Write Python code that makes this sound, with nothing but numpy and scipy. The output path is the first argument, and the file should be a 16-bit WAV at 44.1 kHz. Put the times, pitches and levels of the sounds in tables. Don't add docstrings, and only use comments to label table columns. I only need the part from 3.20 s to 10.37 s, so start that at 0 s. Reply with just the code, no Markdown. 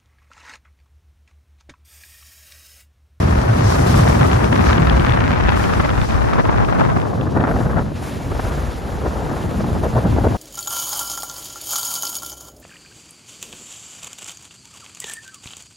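import sys
import numpy as np
from scipy import signal
from scipy.fft import rfft, irfft, next_fast_len
from scipy.io import wavfile
from scipy.ndimage import uniform_filter1d, minimum_filter1d

SR = 44100
rng = np.random.default_rng(int(sys.argv[2]) if len(sys.argv) > 2 else 0)


def write(x):
    x = np.atleast_2d(x).T
    wavfile.write(sys.argv[1], SR, np.round(np.clip(x, -1, 1) * 32767).astype(np.int16))


N = 316197
TIME_S = np.arange(N) / SR
FFT_SIZE = next_fast_len(N)

# t/s, zoom (0 wide, 1 fully in)
ZOOM_PATH = [(0, 0), (3.75, 0), (4.05, 0.5), (4.5, 0.64), (7.17, 0.83)]
# t/s, f/Hz
MONO_CORNER = [(0, 264), (1.2, 224), (1.6, 159), (2.2, 117), (2.8, 84.6), (3.1, 45), (7.17, 36.3)]
# f/Hz, wide gain/dB, zoomed gain/dB, wide side-to-mid/dB, zoomed side-to-mid/dB
FOAM_BANDS = [(810, -4, 24, -2, 3.5), (2200, 6.5, 11.5, 4, -29), (3500, 5.5, 6.5, -1.5, -49),
              (5640, 4.5, 1, -0.7, -46.5), (7160, -0.5, 2.5, -0.5, -38), (8360, -4.5, -15, 2, 18.5),
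              (9440, -3, -0.5, -1.5, -5), (14300, -16, -11.5, 0, 2)]
RUMBLE_BANDS = [(22, -46, -32, -3, -8), (39.5, -17, -28, 1, -8), (61, 3, 4, 6.5, -16),
                (96, 2.5, 1, -4, -11), (159, -2.5, -3, -10, -8.5), (279, -11, -8, -6, -5.5),
                (494, -29, -49, 15, 26)]
FLUTTER_BANDS = [(136, 9, -12, 9, 6), (256, 5, 5.5, 6, -21), (480, 1.5, 8, 6, -14.5), (665, 2, 4.5, 6, -16),
                 (1136, 1.5, -8, 1, -9), (1383, -1, -10.5, 1, 0.5), (2130, -11, -36, -2, -7),
                 (3000, -21, -50, 2.5, 0), (4640, -31, -61, -1, -23), (7800, -48, -63, -11, -9)]
# t/s, level/dB
ENGINE_LEVEL = [(0, -38), (.6, -26), (1.1, -29), (1.5, -25.5), (3, -42), (7.17, -33)]
# multiple of shaft rate, relative level/dB
SHAFT_ORDERS = [(2, 4), (3, -25), (4, -24), (5, 1), (6, -1), (10, -1)]
# t/s, level/dB
WAKE_LEVEL = [(0, -42), (1.3, -47), (2.1, -49), (3.8, -54.5), (4.65, -56.5), (5.7, -51), (5.92, -46.5),
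              (7.17, -45.5)]
# t/s, level/dB, foam decay/s
BOW_WAVES = [(.52, -39, 0.5), (.77, -35, 0.36), (1.47, -42, 0.2), (1.85, -46, 0.12), (2.42, -41, 0.57),
             (2.9, -47, 0.54), (3.501, -49.5, 1), (4.39, -47, 0.25), (4.89, -42.5, 0.29),
             (5.25, -43.5, 0.54)]
# t/s, half-width/s, level/dB
SPRAY_SHEETS = [(0.484, 0.092, -33), (1.483, 0.059, -33.5)]
# t/s, deep rumble/dB, upper rumble/dB, flutter/dB, treble edge/dB
WIND_LEVELS = [(0, -22.5, -21, -28, -35), (.85, -20, -14.5, -23.5, -33.5), (1.3, -16.5, -18, -24, -31.5),
               (1.75, -22, -18.5, -24.5, -31), (2.15, -19.5, -23.5, -26, -30.5),
               (2.6, -20.5, -27, -26, -32), (2.9, -21, -28.5, -28, -35.5), (3.17, -28.5, -47, -24.5, -33),
               (3.4, -24.5, -34, -23.5, -35), (3.62, -29, -25, -24.3, -34), (3.95, -39, -23, -27, -46),
               (4.6, -18.5, -21, -24.5, -34), (4.7, -37, -25, -34.5, -49), (5.0, -34, -30.5, -36, -59.5),
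               (5.6, -27.5, -32.5, -34.5, -46), (5.85, -26.5, -30, -26.5, -40.5),
               (6.35, -27.5, -24, -30.5, -44), (7.17, -21.5, -22.5, -25, -45)]
# t/s, half-width/s, flutter lift/dB, deep rumble lift/dB
WIND_GUSTS = [(0.185, 0.049, 0, 8.5), (1.504, 0.053, 2, 7), (2.32, 0.092, 1, 0), (4.256, 0.089, 5, -1),
              (4.345, 0.037, 0, 8), (5.26, 0.23, 7.5, 4.5), (6.117, 0.048, 2, -9)]
LULL_TIMES = [1.299, 2.869, 3.227, 3.462, 4.115, 4.635, 4.74, 5.215, 5.555, 5.80, 5.895, 6.28, 6.605, 6.70,
              6.91, 7.10]
# t/s, f/Hz, peak/dB, length/s
RUMBLE_THROBS = [(0.308, 101.5, -9.5, 0.09), (0.458, 99.6, -12, 0.1), (0.83, 102.5, -9, 0.055),
                 (1.016, 133, -12, 0.052), (1.183, 116, -11, 0.066), (1.498, 71.3, -14.5, 0.15),
                 (1.74, 61.8, -10, 0.11), (1.914, 106, -10.5, 0.028), (1.954, 160, -15.5, 0.038),
                 (2.355, 86, -20, 0.14), (3.057, 116.7, -20, 0.032), (3.274, 100, -15.5, 0.036),
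                 (3.394, 116.1, -16.5, 0.054), (4.002, 125, -10.5, 0.017), (4.593, 147, -28, 0.051),
                 (5.242, 105, -17, 0.026), (6.776, 115, -11.5, 0.051), (6.858, 173, -9, 0.02),
                 (7.06, 102.5, -11.5, 0.024)]
# t/s, level/dB
RIM_CRACKS = [(.878, -21), (1.012, -22), (1.115, -22), (1.242, -25), (1.328, -20), (1.502, -26),
              (1.53, -19), (1.58, -14), (1.621, -25.5), (1.671, -19.5), (1.697, -18), (1.797, -21.5),
              (1.864, -21), (1.895, -19), (1.922, -19.5), (2.005, -23), (2.04, -23), (2.129, -25),
              (2.28, -22), (2.292, -13), (2.44, -21.5), (2.703, -24), (2.815, -23), (2.908, -25.5),
              (3.252, -28.5), (3.375, -27), (3.448, -25.5), (3.8, -30), (3.817, -28.5), (4.012, -30.5),
              (4.206, -32), (4.589, -37)]
# t/s, level/dB, length/s
EDDY_SLAPS = [(0.177, -24, .0051), (0.523, -23, 0.0096), (0.743, -23.5, .012), (0.794, -22, .012),
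              (0.874, -17, 0.014), (0.9, -19, .011), (1.017, -21, 0.02), (1.041, -21, 0.03),
              (1.327, -22, 0.012), (1.394, -19, 0.02), (1.582, -13, 0.011), (1.712, -27, .013),
              (1.974, -23, 0.0095), (2.288, -17, 0.013), (2.601, -19, .01), (2.651, -25, 0.017),
              (2.982, -39, 0.017), (3.157, -27, .013), (3.195, -20.5, 0.03), (3.295, -14, 0.014),
              (3.402, -23, 0.01), (3.526, -20.5, 0.0045), (3.596, -23, 0.011), (3.614, -18, 0.015),
              (3.768, -26, .014), (3.81, -33, 0.0069), (4.168, -22.5, 0.039), (4.586, -21.5, 0.043),
              (5.12, -26.5, .016), (5.197, -19.5, .011), (5.861, -23, .021), (6.406, -23.5, 0.013),
              (6.445, -26, .0098), (6.5, -30, 0.01), (6.568, -24.5, .015), (6.649, -23.5, 0.052),
              (6.772, -18.5, 0.039), (6.856, -19.5, 0.013), (6.985, -21, 0.02), (7.05, -18.5, 0.022),
              (7.071, -10, 0.0063)]
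# t/s, added flutter depth/dB
FLUTTER_DEPTH = [(0, -1.5), (2.6, -0.5), (3.6, 0), (4.3, 2), (5.5, -0.5), (7.17, 2)]
# f/Hz, left lean (0-1)
WINDWARD_LEAN = [(200, 0.21), (550, 0.35), (1050, 0.29), (1700, 0.4), (4000, 1)]


def undb(db):
    return np.exp(np.asarray(db, np.float32) * np.float32(np.log(10) / 20))


def curves(table):
    t_s, *columns = np.transpose(table)
    return [np.interp(TIME_S, t_s, column).astype(np.float32) for column in columns]


def swell(age_s, rise_s, fall_s):
    return np.exp(-np.minimum((age_s / np.where(age_s < 0, rise_s, fall_s)) ** 2, 50))


def walk(rate_hz):
    points = rng.standard_normal(4096)
    drift = np.interp(TIME_S * rate_hz, np.arange(len(points)), points)
    drift = uniform_filter1d(drift, int(SR / rate_hz / 2))
    return (drift / drift.std()).astype(np.float32)


def pops(rate_hz, spread_db):
    out = np.zeros((2, N))
    where, sign, size = rng.random((8000, 3))[:int(rate_hz * 2 * N / SR)].T
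    level_db = spread_db * np.minimum(-np.log(1 - size), 3.5)
    out.flat[(where * 2 * N).astype(int)] = np.sign(sign - .5) * undb(level_db)
    return out


def bandpass(x, order, band_hz):
    return signal.sosfilt(signal.butter(order, band_hz, "band", fs=SR, output="sos"), x)


def normalise(pair, band_hz):
    return pair / bandpass(pair.mean(axis=0), 4, band_hz).std()


def ports(drive, bands, lean, lead, gain):
    zoom, = curves(ZOOM_PATH)
    mono_hz, = curves(MONO_CORNER)
    spectrum = rfft(drive.astype(np.float32), FFT_SIZE)
    log_f = np.log(np.arange(spectrum.shape[1]) * SR / FFT_SIZE + 1)
    centres = np.log([row[0] for row in bands])
    edges = np.r_[centres[0] - np.log(2), centres, centres[-1] + np.log(2)]
    mid, side = 0, 0
    for k, (hz, wide_db, zoomed_db, wide_side_db, zoomed_side_db) in enumerate(bands):
        band = spectrum * np.interp(log_f, edges[k:k + 3], [0, 1, 0]).astype(np.float32)
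        envelope = gain(hz) * undb(wide_db + zoom * (zoomed_db - wide_db))
        a, b = irfft(band, FFT_SIZE)[:, :N] * envelope
        left, ahead = float(lean(hz)), float(lead(hz))
        quadrature = (irfft(1j * band, FFT_SIZE)[:, :N] * envelope).sum(axis=0) if ahead else 0
        unshared = max(1 - left ** 2 - ahead ** 2, 0) ** .5
        width = undb(wide_side_db + zoom * (zoomed_side_db - wide_side_db))
        width = width / np.sqrt(1 + (mono_hz / hz) ** 8)
        mid = mid + a + b
        side = side + width * (left * (a + b) + ahead * quadrature + unshared * (a - b))
    return np.array([mid + side, mid - side])


def engine(shaft_hz=23.38, wander=0.0283, rough_db=7.0):
    phase = 2 * np.pi * np.cumsum(shaft_hz * (1 + wander * walk(4.7).astype(float))) / SR
    drone = sum(undb(db + rough_db * walk(8.4)) * np.sin(order * phase + 2 * np.pi * rng.random())
                for order, db in SHAFT_ORDERS)
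    return drone / drone.std() * undb(curves(ENGINE_LEVEL)[0])


def wash_level_db(rise_s=0.13):
    power = undb(curves(WAKE_LEVEL)[0]) ** 2
    for t_s, db, decay_s in BOW_WAVES:
        age_s = TIME_S - t_s
        foam = np.exp(-np.where(age_s < 0, (age_s / rise_s) ** 2, age_s / decay_s))
        power = power + (undb(db) * foam) ** 2
    return 10 * np.log10(power).astype(np.float32)


def wash(patchy_db=1.1, left_hz=4800, calm_db=-46, pivot_hz=7000, trim_db=-0.74):
    level_db = wash_level_db()
    foam = rng.standard_normal((2, N)) + 1.8 * pops(rate_hz=400, spread_db=4.2)
    churn_db = walk(55)

    def gain(hz):
        tilt_db = 0.19 * (level_db - calm_db) * np.clip(np.log2(hz / pivot_hz), -1, 1)
        return undb(churn_db + tilt_db + patchy_db * walk(40))

    pair = ports(foam, FOAM_BANDS, gain=gain, lead=lambda hz: 0,
                 lean=lambda hz: 0.93 * np.exp(-(np.log2(hz / left_hz) / 0.32) ** 2))
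    return normalise(pair, (4060, 12400)) * undb(level_db + trim_db)


def splashes(band_hz=(4000, 6600), right_db=-9):
    fizz = bandpass(rng.standard_normal((2, N)), 2, band_hz)
    envelope = sum(undb(db) * swell(TIME_S - t_s, half_s, half_s) for t_s, half_s, db in SPRAY_SHEETS)
    return fizz / fizz.std() * envelope * undb([[0], [right_db]])


def wind_levels_db(lull_db=-5.5, lull_s=0.014, upper_per_db=0.13, edge_per_db=2.22):
    deep_db, upper_db, flutter_db, edge_db = curves(WIND_LEVELS)
    lift_db = lull_db * sum(swell(TIME_S - t_s, lull_s, lull_s) for t_s in LULL_TIMES)
    for t_s, half_s, flutter_lift_db, deep_lift_db in WIND_GUSTS:
        gust = swell(TIME_S - t_s, half_s, half_s)
        lift_db += flutter_lift_db * gust
        deep_db += deep_lift_db * gust
    return (deep_db, upper_db + upper_per_db * lift_db,
            flutter_db + lift_db, edge_db + edge_per_db * lift_db)


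def turbulence(slow_hz=70, fast_hz=230, limit=1.3, mean_s=0.049):
    shared = walk(slow_hz) + 1.63 * walk(fast_hz)
    speed = np.array([shared + 0.99 * (walk(2 * slow_hz) + walk(2 * fast_hz)) for _ in range(2)])
    speed = speed - uniform_filter1d(speed, int(mean_s * SR))
    return limit * np.tanh(speed / speed.std() / limit)


def buffet(speed, depth_db):
    return undb(depth_db * speed) / np.exp(np.log(undb(depth_db)) ** 2 * speed.var())


def cracks(band_hz=(950, 3300), rise_s=0.0009, fall_s=0.0026, right_db=-5):
    out = np.zeros((2, N))
    for t_s, db in RIM_CRACKS:
        near = slice(int(t_s * SR) - 512, int(t_s * SR) + 512)
        hump = swell(TIME_S[near] - t_s, rise_s, fall_s)
        burst = bandpass(hump * rng.standard_normal((2, len(hump))), 3, band_hz)
        burst *= undb([[0], [right_db]])
        out[:, near] += undb(db) * burst * np.sqrt(np.mean(hump) / np.mean(burst ** 2))
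    return out


def crackles(highpass_hz=2300):
    highpass = signal.butter(1, highpass_hz, "high", fs=SR, output="sos")
    return 5.65 * signal.sosfilt(highpass, pops(rate_hz=100, spread_db=4.5))


def slaps():
    out = np.zeros(N, np.float32)
    for t_s, db, length_s in EDDY_SLAPS:
        near = slice(int((t_s - .05) * SR), int((t_s + .05) * SR))
        out[near] += undb(db) * swell(TIME_S[near] - t_s, 0.42 * length_s, 0.55 * length_s)
    return out


def flutter(speed, level_db, edge_db, edge_hz=2000, lead_hz=950, body_hz=900, draw_s=0.067,
            trim_db=-3.5, edge_trim_db=9.0, zoomed_edge_db=9.0):
    zoom, = curves(ZOOM_PATH)
    fitful_db, = curves(FLUTTER_DEPTH)
    slap = slaps()
    draw = 0.96 * uniform_filter1d(slap, int(draw_s * SR)) / undb(level_db)
    slack = 1 / np.sqrt(1 + draw ** 2)
    rim_db = edge_db + edge_trim_db + zoomed_edge_db * zoom

    def gain(hz):
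        edge_share = float(np.clip(1 + np.log2(hz / edge_hz), 0, 1))
        depth_db = float(3.0 + 1.23 * np.log2(hz / 700)) + fitful_db
        swing = buffet(speed, depth_db)
        stream = slack * swing * undb(trim_db + level_db)
        hard = slap * np.sqrt(swing)
        return np.sqrt(stream ** 2 + hard ** 2) * undb(edge_share * (rim_db - level_db))

    ticks = crackles() * undb(0.7 * (edge_db - edge_db.mean()))
    pair = ports(rng.standard_normal((2, N)) + ticks, FLUTTER_BANDS, gain=gain,
                 lean=lambda hz: np.interp(hz, *np.transpose(WINDWARD_LEAN)),
                 lead=lambda hz: 0.36 / (1 + (hz / lead_hz) ** 4))
    return pair * np.sqrt(SR / 4 / body_hz)


def throbs(waver=0.1002, duck=0.23):
    out, rumble_gain = np.zeros(N), np.ones(N)
    clock_s = np.cumsum(1 + waver * walk(45).astype(float)) / SR
    for t_s, hz, db, length_s in RUMBLE_THROBS:
        hump = swell(TIME_S - t_s, length_s / 2, length_s / 2)
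        out += undb(db) * hump * np.sin(2 * np.pi * (hz * clock_s + rng.random()))
        rumble_gain *= 1 - duck * hump
    return out, rumble_gain


def rumble(speed, deep_db, upper_db, split_hz=80, deep_trim_db=-2.0):
    swing = buffet(speed, depth_db=2.0) * buffet(walk(18), depth_db=1.5)
    pair = ports(rng.standard_normal((2, N)), RUMBLE_BANDS,
                 lean=lambda hz: .15, lead=lambda hz: .2, gain=lambda hz: swing)
    low = signal.sosfiltfilt(signal.butter(4, split_hz, fs=SR, output="sos"), pair)
    deep = normalise(low, (35, split_hz))
    upper = normalise(pair - low, (split_hz, 220))
    return deep * undb(deep_db + deep_trim_db) + upper * undb(upper_db)


def scene():
    deep_db, upper_db, flutter_db, edge_db = wind_levels_db()
    speed = turbulence()
    throb, rumble_gain = throbs()
    bass = rumble_gain * rumble(speed, deep_db, upper_db) + throb
    wind = bass + flutter(speed, flutter_db, edge_db) + cracks()
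    return wind + wash() + splashes() + engine()


def record(dry, hold_s=0.0061, top_hz=15200):
    span = int(hold_s * SR)
    needed_gain = np.minimum(1, 1 / (np.abs(dry).max(axis=0) + 1e-9))
    limited = dry * uniform_filter1d(minimum_filter1d(needed_gain, 2 * span), span)
    return signal.sosfilt(signal.ellip(10, .2, 80, top_hz, fs=SR, output="sos"), limited)


dry = scene()
out = record(dry)
write(out)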